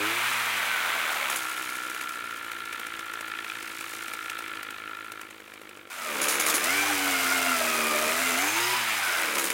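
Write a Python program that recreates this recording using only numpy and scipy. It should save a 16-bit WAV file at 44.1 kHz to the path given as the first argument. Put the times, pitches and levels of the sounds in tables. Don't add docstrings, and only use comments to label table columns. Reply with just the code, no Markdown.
import sys
import numpy as np
from scipy import signal
from scipy.fft import rfft, irfft
from scipy.io import wavfile
from scipy.ndimage import uniform_filter1d, map_coordinates

SR = 44100
rng = np.random.default_rng(int(sys.argv[2]) if len(sys.argv) > 2 else 0)


def file_out(sig):
    cols = np.atleast_2d(sig).T
    lim = np.clip(cols, -1, 1)
    pcm = np.round(lim * 32767).astype(np.int16)
    wavfile.write(sys.argv[1], SR, pcm)


N = 420273
TIME_S = np.arange(N) / SR


def undb(db):
    return 10 ** (np.asarray(db) / 20)


def unit(x):
    return x / np.sqrt(np.mean(x ** 2))


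def curve(table):
    return np.interp(TIME_S, *np.transpose(table))


def walk(rate_hz):
    hold = int(SR / rate_hz)
    steps = np.repeat(rng.standard_normal(N // hold + 1), hold)
    return 1.3 * uniform_filter1d(uniform_filter1d(steps, hold), hold)[:N]


def colour(x, outline, size=4096):
    hz, db = np.transpose(outline)
    bins_hz = np.maximum(np.fft.rfftfreq(size, 1 / SR), 1)
    cepstrum = irfft(np.log(undb(np.interp(np.log(bins_hz), np.log(hz), db))))
    cepstrum[1:size // 2] *= 2
    cepstrum[size // 2 + 1:] = 0
    return signal.fftconvolve(x, irfft(np.exp(rfft(cepstrum))))[:N]


def ring(x, modes):
    return sum(undb(db) * signal.lfilter(*signal.iirpeak(hz, hz / width, fs=SR), x)
               for hz, width, db in modes)


def steep_ring(x, hz, width, db):
    return ring(ring(x, [(hz, width, 0)]), [(hz, width, db)])


def clicks(times, sizes):
    place = np.clip(times * SR, 0, N + 1)
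    i = place.astype(int)
    before = np.bincount(i, sizes * (1 - place + i), N + 3)
    after = np.bincount(i + 1, sizes * (place - i), N + 3)
    return (before + after)[:N]


def fade(x, decay_s):
    return signal.lfilter([1], [1, -np.exp(-1 / (decay_s * SR))], x)


def kicks(fired, decay_s):
    return uniform_filter1d(fade(clicks(fired, 1), decay_s), size=100)


def strokes(turns, scatter_db, jitter_s, angle=0):
    timing, strength = rng.standard_normal((1000, 2)).T
    never_s = 2 * N / SR
    times = np.interp(np.arange(1000) + angle, turns, TIME_S, left=never_s, right=never_s)
    return clicks(times + jitter_s * timing, undb(scatter_db * strength))


def rattle(turns, hz, jitter_s, count):
    angles = (np.arange(count) + rng.random(count)) / count
    creep = .01 * np.cumsum(rng.standard_normal((count, 1000)), axis=1)
    blows = sum(rng.choice([-1, 1]) * strokes(turns, 1.5, jitter_s, angle)
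                for angle in angles[:, None] + creep)
    return unit(blows / np.sqrt(hz))


def throb(turns, hz, decay_s, floor, scatter_db, angle=0):
    bursts = fade(strokes(turns, scatter_db, .0012, angle), decay_s) + floor * (hz / 60) ** 2
    bursts = uniform_filter1d(bursts, size=90)
    return bursts / np.sqrt(uniform_filter1d(bursts ** 2, size=8000))


CLOSE_S, FADE_IN_S = 5.9, .32
# time_s, speed_hz
FAR_SPEED = [(0.0, 99.7), (0.14, 115.6), (0.28, 124.4), (0.46, 114.7), (0.78, 91.16), (1.22, 70.54),
             (1.43, 64.23), (2.12, 61.5), (2.21, 59.2), (3.23, 54.85), (4.43, 56.65), (4.64, 52.3),
             (5.2, 54.05), (5.49, 50.5), (5.89, 49.4)]
NEAR_SPEED = [(5.9, 90.9), (6.18, 67.6), (6.24, 73.6), (6.62, 73.3), (6.76, 96.7), (6.9, 99.4), (7.0, 93.6),
              (7.08, 93.4), (7.18, 89.4), (7.3, 87.5), (7.34, 88.6), (7.42, 86.6), (7.48, 87.5),
              (7.78, 76.5), (7.96, 75.3), (8.06, 77.3), (8.22, 86.5), (8.36, 85.6), (8.5, 104.0),
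              (8.6, 115.8), (8.7, 122.6), (8.79, 123.4), (8.9, 110.3), (9.12, 87.3), (9.4, 67.6),
              (9.53, 65.2)]
def crank_speed():
    wobble = 1 + .008 * walk(13)
    return np.where(TIME_S < CLOSE_S, curve(FAR_SPEED), curve(NEAR_SPEED) * wobble)


def crank_angle(hz, fired):
    jolt = kicks(fired, .092)
    lurching_hz = hz * (1 + .045 * (jolt - uniform_filter1d(jolt, size=6000)))
    turns = np.cumsum(lurching_hz) / SR
    lead = np.unwrap(np.interp(fired, TIME_S, turns) % 1, period=1)
    return turns - np.interp(TIME_S, fired, lead)


# open_s, shut_s, opening_fraction, decay_s
SQUEEZES = [(-0.3, 0.04, 1, .11), (5.9, 6.15, .55, .1), (6.62, 8.73, 1, .03)]
def throttle_opening(attack_s=.03):
    return np.max([opening * (1 - np.exp(-np.maximum(TIME_S - open_s, 0) / attack_s))
                   * np.exp(-np.maximum(TIME_S - shut_s, 0) / decay_s)
                   for open_s, shut_s, opening, decay_s in SQUEEZES], axis=0)


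def level_law(hz, throttle, clutch_hz=64.14):
    engaged = .5 + .5 * np.tanh((hz - clutch_hz) / 2.64)
    octaves = np.log2(np.maximum(hz / clutch_hz, 1))
    close = TIME_S >= CLOSE_S
    screened = np.clip(.5 + (TIME_S - 4.985) / .89, 0, 1) * ~close
    fade_db = -14.5 * close * np.clip(1 - (TIME_S - CLOSE_S) / FADE_IN_S, 0, 1)
    conditions = np.array([np.ones(N), engaged, octaves, throttle, close, screened])
    return lambda row: np.dot(row, conditions) + fade_db


NOTE_LEVEL = (-32, 0, -3, 0, -4.5, 0)
# frequency_hz, gain_db
DRIVEN_MUFFLER = [(170, -26), (225, -3), (270, 1), (330, -1), (470, 3), (570, -12), (700, -15)]
def exhaust_note(turns, hz, throttle, level, lug_hz=80):
    uneven = turns + .007 * walk(70)
    lugging_db = 15 * np.log2(lug_hz / hz)
    note, power = 0, 0
    for k in range(2, 11):
        muffler_db = np.interp(k * hz, *np.transpose(DRIVEN_MUFFLER))
        gain = undb(muffler_db + 4 * (k == 3) + lugging_db * (k > 3))
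        note += gain * undb(2 * walk(25)) * np.sin(2 * np.pi * (k * uneven + rng.random()))
        power += gain ** 2 / 2
    return note / np.sqrt(power) * throttle * undb(level(NOTE_LEVEL))


SOFT_FIRING_LEVEL = (-36.5, -25, 0, 2, 5, -10)
# start_s, level_db
HARD_IGNITIONS = [(1.2988, -23), (1.359, -31), (1.8979, -28), (2.0102, -27), (2.0903, -27.5), (2.4455, -34),
                  (2.7274, -29), (2.7958, -27), (2.8661, -28), (2.9912, -29), (3.1356, -28.5),
                  (3.208, -28.5), (3.2807, -33), (3.4445, -35), (3.6258, -28.5), (3.8081, -28),
                  (3.935, -27.5), (4.1344, -24.5), (4.2984, -26.5), (4.3886, -28.5), (4.629, -29),
                  (5.1185, -29), (5.2127, -31.5), (5.307, -36.5), (5.401, -42), (5.479, -46), (5.615, -41),
                  (5.692, -39), (5.771, -42), (6.2153, -29), (6.284, -17), (6.3978, -17.5), (6.464, -16),
                  (6.54, -18), (9.3821, -18), (9.4409, -21), (9.5011, -16.5)]
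def lone_firings(hz, level, every_turns=4.3, below_hz=66, scatter_db=6.5):
    soft_db = level(SOFT_FIRING_LEVEL)
    turns = np.cumsum(hz) / SR
    hard_turns = np.interp(np.array(HARD_IGNITIONS)[:, 0], TIME_S, turns)
    chance = iter(rng.standard_normal((300, 2)))
    rows = list(HARD_IGNITIONS)
    for start, end in zip(hard_turns, hard_turns[1:]):
        gap = round(end - start)
        count = max(round(gap / every_turns), 1)
        for turn in np.linspace(0, gap, count, endpoint=False)[1:]:
            timing, strength = next(chance)
            i = np.searchsorted(turns, start + (end - start) * round(turn + .35 * timing) / gap)
            if hz[i] < below_hz:
                rows.append((TIME_S[i], soft_db[i] + scatter_db * strength))
    return np.array(sorted(rows)).T


# frequency_hz, gain_db
CRACK_SPECTRUM = [(30, -66), (300, 9), (900, 1), (2300, 10.5), (4500, -2.5), (8500, 2.5), (15000, -5)]
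def firing_cracks(fired, fired_db):
    bursts = uniform_filter1d(fade(clicks(fired + .0006, undb(fired_db)), .0042), size=70)
    return undb(-2.5) * colour(bursts * rng.standard_normal(N), CRACK_SPECTRUM)


THUD_LEVEL = (-48, 0, 0, 0, 14, 8)
# pitch_hz, width_hz, gain_db
MUFFLER_MODES = [(450, 270, 0)]
def firing_thuds(fired, level):
    thuds = ring(ring(clicks(fired, 1), MUFFLER_MODES), MUFFLER_MODES)
    return thuds / np.max(np.abs(thuds)) * undb(level(THUD_LEVEL))


PUFF_LEVEL, GROWL_LEVEL = (-52, 1.5, -11.5, -7, -10.5, -2.5), (-76.5, 14.5, -24, -1, 26.5, 13)
# frequency_hz, gain_db
PUFF_SPECTRUM = [(25, -47), (58, -9.5), (110, -5.5), (170, -14.5), (225, -3.5), (280, -2), (330, 6.5),
                 (390, -3), (480, -1.5), (900, -24.5), (2000, -71)]
# pitch_hz, width_hz, gain_db
GROWL_MODES = [(215, 60, -7), (345, 110, 0), (445, 110, -1)]
def exhaust_puffs(turns, hz, level):
    puffs = unit(strokes(turns, 1.5, .00015) / np.sqrt(hz)) + .7 * rng.standard_normal(N)
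    muffled = unit(colour(puffs, PUFF_SPECTRUM))
    growl = unit(sum(steep_ring(puffs, *mode) for mode in GROWL_MODES))
    return muffled * undb(level(PUFF_LEVEL)) + growl * undb(level(GROWL_LEVEL))


KNOCK_LEVEL = (-35.4, -7.5, -14, -6, -12, -20)
# time_s, gain_db
KNOCK_WAVER = [(1.4, 3.5), (2.6, -3.5), (3.3, -3), (3.8, -10.5), (4.2, -3.5), (4.7, -3.5), (4.95, 6),
               (5.2, 5.5), (5.4, 0)]
# pitch_hz, width_hz, gain_per_pass_db
KNOCK_MODES = [(1372, 115, 10), (1715, 90, 6.5), (2340, 300, -9)]
def piston_knock(turns, level):
    slap = strokes(turns, scatter_db=.8, jitter_s=.00003)
    scuff = fade(slap, .002) * rng.standard_normal(N)
    blow = unit(slap) + .25 * unit(scuff)
    cylinder = sum(ring(ring(blow, [mode]), [mode]) for mode in KNOCK_MODES)
    return unit(cylinder) * undb(level(KNOCK_LEVEL) + curve(KNOCK_WAVER))


PINION_TEETH, GEAR_LEVEL = 8, (-54.5, 6, 4, 7, 9, -12)
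# frequency_hz, gain_db
GEARCASE_SPECTRUM = [(450, -5), (610, 1), (850, -7), (980, 2), (1080, -7), (1220, 3), (1500, 1),
                     (1800, -10), (2120, 3), (2480, -2), (3050, -7), (3300, -20)]
def gear_whine(turns, level):
    mesh = PINION_TEETH * turns + .02 * walk(90) + .09 * walk(22)
    whine = 0
    for k in range(1, 5):
        backlash = (.05 + .035 * k) * walk(150)
        load = undb(2.7 * walk(16) + 3.3 * walk(150))
        whine += load * np.sin(2 * np.pi * (k * mesh + backlash + rng.random()))
    swell = 1 + .55 * np.cos(2 * np.pi * turns + 1)
    return unit(colour(whine * swell, GEARCASE_SPECTRUM)) * undb(level(GEAR_LEVEL))


HOUSING_LEVEL, CLATTER_LEVEL = (-50, 16.5, -1.5, .5, 0, -5.5), (-40, 9.5, 2.5, 0, -.5, -10)
# frequency_hz, gain_db
HOUSING_SPECTRUM = [(30, -35), (150, -21), (250, -11), (450, -11.5), (620, -4), (1000, 0.5), (1300, 0.5),
                    (2200, -15.5)]
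CLATTER_SPECTRUM = [(60, -109), (600, -29), (1000, -10.5), (1300, 0.5), (1900, -.5), (2300, 2.5),
                    (2800, -3.5), (3300, -5), (3900, -8.5), (4700, -18), (7000, -57)]
def casing_clatter(turns, hz, level):
    low = rattle(turns, hz, jitter_s=.00029, count=14) + rng.standard_normal(N)
    low *= throb(turns, hz, decay_s=.02, floor=.8, scatter_db=3.5)
    high = rattle(turns, hz, jitter_s=.00004, count=24) + .8 * rng.standard_normal(N)
    high *= throb(turns, hz, decay_s=.0036, floor=.33, scatter_db=1.5)
    housing = unit(colour(low, HOUSING_SPECTRUM)) * undb(level(HOUSING_LEVEL))
    covers = unit(colour(high, CLATTER_SPECTRUM)) * undb(level(CLATTER_LEVEL))
    return housing + covers


HISS_LEVEL = (-52.5, 11.5, -1.5, 3, 5.5, -10)
# time_s, gain_db
HISS_WAVER = [(0, -2), (.3, 5), (.9, -2), (1.6, 4), (3.3, 0.5), (3.9, 8.5), (4.7, -2.5), (5.2, 2), (5.9, 1)]
# frequency_hz, gain_db
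HISS_SPECTRUM = [(2350, -13.5), (4000, -3), (7480, -2), (10100, -1), (11300, -7.5), (13200, -4),
                 (15500, -8.5)]
def intake_hiss(turns, hz, fired, level):
    breaths = throb(turns, hz, decay_s=.0039, floor=.33, scatter_db=2, angle=-.32)
    gas = rng.standard_normal(N) * breaths * undb(.99 * walk(300))
    slipping = np.exp(-((hz - 69) / 7) ** 2)
    surge = 1 + slipping * (1.2 * kicks(fired, .06) - .4)
    return unit(colour(gas, HISS_SPECTRUM)) * surge * undb(level(HISS_LEVEL) + curve(HISS_WAVER))


SING_LEVEL = (-43, 7, 0, -12, 3, 0)
# pitch_hz, width_hz, gain_per_pass_db
SING_MODES = [(570, 130, -3), (1530, 190, 3)]
def coasting_drill(turns, hz, level, sing_hz=86, spread_hz=9.5):
    teeth = sum(np.sin(2 * np.pi * (k * PINION_TEETH * turns + .17 * walk(110))) for k in (1, 2))
    chatter = teeth + 3 * rattle(turns, hz, jitter_s=.00004, count=20)
    slack = np.exp(-((hz - sing_hz) / spread_hz) ** 2 / 2)
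    return slack * unit(ring(ring(chatter, SING_MODES), SING_MODES)) * undb(level(SING_LEVEL))


GRAZE_HZ, GRAZE_SPREAD_HZ = 70.7, 7.2
SHOE_LEVEL = (-43, 5, 10, 1, 5.5, -8)
# pitch_hz, width_hz, gain_db
DRUM_MODES = [(6900, 1000, -1), (10480, 680, 1.5), (9500, 7000, -4.5)]
def clutch_shoes(turns, hz, fired, level):
    touch = np.exp(-((hz - GRAZE_HZ) / GRAZE_SPREAD_HZ) ** 2)
    pressure = .2 + 1.2 * kicks(fired, .043)
    graze = rng.standard_normal(N) * throb(turns, hz, decay_s=.004, floor=.12, scatter_db=2)
    drum = sum(steep_ring(graze, *mode) * undb(3 * walk(30)) for mode in DRUM_MODES)
    return touch * pressure * unit(drum) * undb(level(SHOE_LEVEL))


# pitch_hz, width_hz, gain_db
SCRAPE_MODES = [(4990, 620, 5), (6140, 450, 7), (7340, 420, 6), (9550, 420, -3)]
def blade_scrape(hz, far_db=-52, closer_db=9.5):
    friction = rng.standard_normal(N) * undb(3 * walk(400))
    blade = 0
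    for mode in SCRAPE_MODES:
        drift = np.arange(N) + np.cumsum(.018 * walk(4))
        ringing = map_coordinates(steep_ring(friction, *mode), [drift], mode="mirror")
        blade += ringing * undb(3.5 * walk(5))
    turning = .5 + .5 * np.tanh((hz - GRAZE_HZ) / GRAZE_SPREAD_HZ)
    closeness = np.clip((TIME_S - CLOSE_S) / FADE_IN_S, 0, 1)
    return unit(blade) * turning * undb(far_db + closer_db * closeness)


# start_s, level_db
BLADE_CATCHES = [(6.298, -25), (6.484, -24), (6.498, -19), (6.555, -21), (6.64, -21), (9.353, -26),
                 (9.471, -27)]
def ice_chips():
    times, db = np.transpose(BLADE_CATCHES)
    bursts = uniform_filter1d(fade(clicks(times, undb(db)), decay_s=.008), size=90)
    return bursts * unit(colour(rng.standard_normal(N), HISS_SPECTRUM))


# start_s, level_db
COVER_BLOWS = [(2.603, -36), (2.726, -30), (2.936, -33), (3.316, -31), (3.352, -35), (3.388, -28),
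               (3.445, -32), (3.479, -31), (3.499, -27), (3.553, -32), (3.935, -39), (4.297, -28),
               (4.388, -36), (4.571, -32.5), (4.708, -43), (4.95, -38)]
# pitch_hz, width_hz, gain_db
CLANK_MODES = [(1760, 120, 9), (2030, 220, -10), (2420, 160, 10.5), (2760, 260, -11), (3280, 220, -2),
               (3760, 160, -20)]
def cover_clanks():
    times, db = np.transpose(COVER_BLOWS)
    blows = fade(clicks(times, undb(db)), decay_s=.003) * rng.standard_normal(N)
    return undb(7.5) * ring(blows, CLANK_MODES)


SHAKE_LEVEL = (-57, 5.5, -7, 5, -1, -7)
def casing_shake(turns, hz, level):
    crank = np.sin(2 * np.pi * turns)
    piston = (hz / 100) ** 2 * np.sin(4 * np.pi * turns)
    return (crank + piston) * (hz / 100) ** 3.2 * undb(walk(22) + level(SHAKE_LEVEL))


def scene():
    hz = crank_speed()
    throttle = throttle_opening()
    level = level_law(hz, throttle)
    fired, fired_db = lone_firings(hz, level)
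    turns = crank_angle(hz, fired)
    exhaust = exhaust_puffs(turns, hz, level) + exhaust_note(turns, hz, throttle, level)
    firings = firing_cracks(fired, fired_db) + firing_thuds(fired, level)
    metal = gear_whine(turns, level) + piston_knock(turns, level)
    casing = casing_clatter(turns, hz, level) + casing_shake(turns, hz, level)
    drill = coasting_drill(turns, hz, level) + clutch_shoes(turns, hz, fired, level) + blade_scrape(hz)
    impacts = cover_clanks() + ice_chips()
    auger = exhaust + firings + metal + casing + drill + impacts + intake_hiss(turns, hz, fired, level)
    return np.array([auger, auger])


def record(dry, bass_hz=48, top_hz=15850):
    thinned = signal.sosfilt(signal.butter(2, bass_hz, "high", fs=SR, output="sos"), dry)
    rounded = np.tanh(3 * thinned) / 3
    return signal.sosfilt(signal.ellip(10, .2, 80, top_hz, fs=SR, output="sos"), rounded)


dry = scene()
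out = record(dry)
file_out(out)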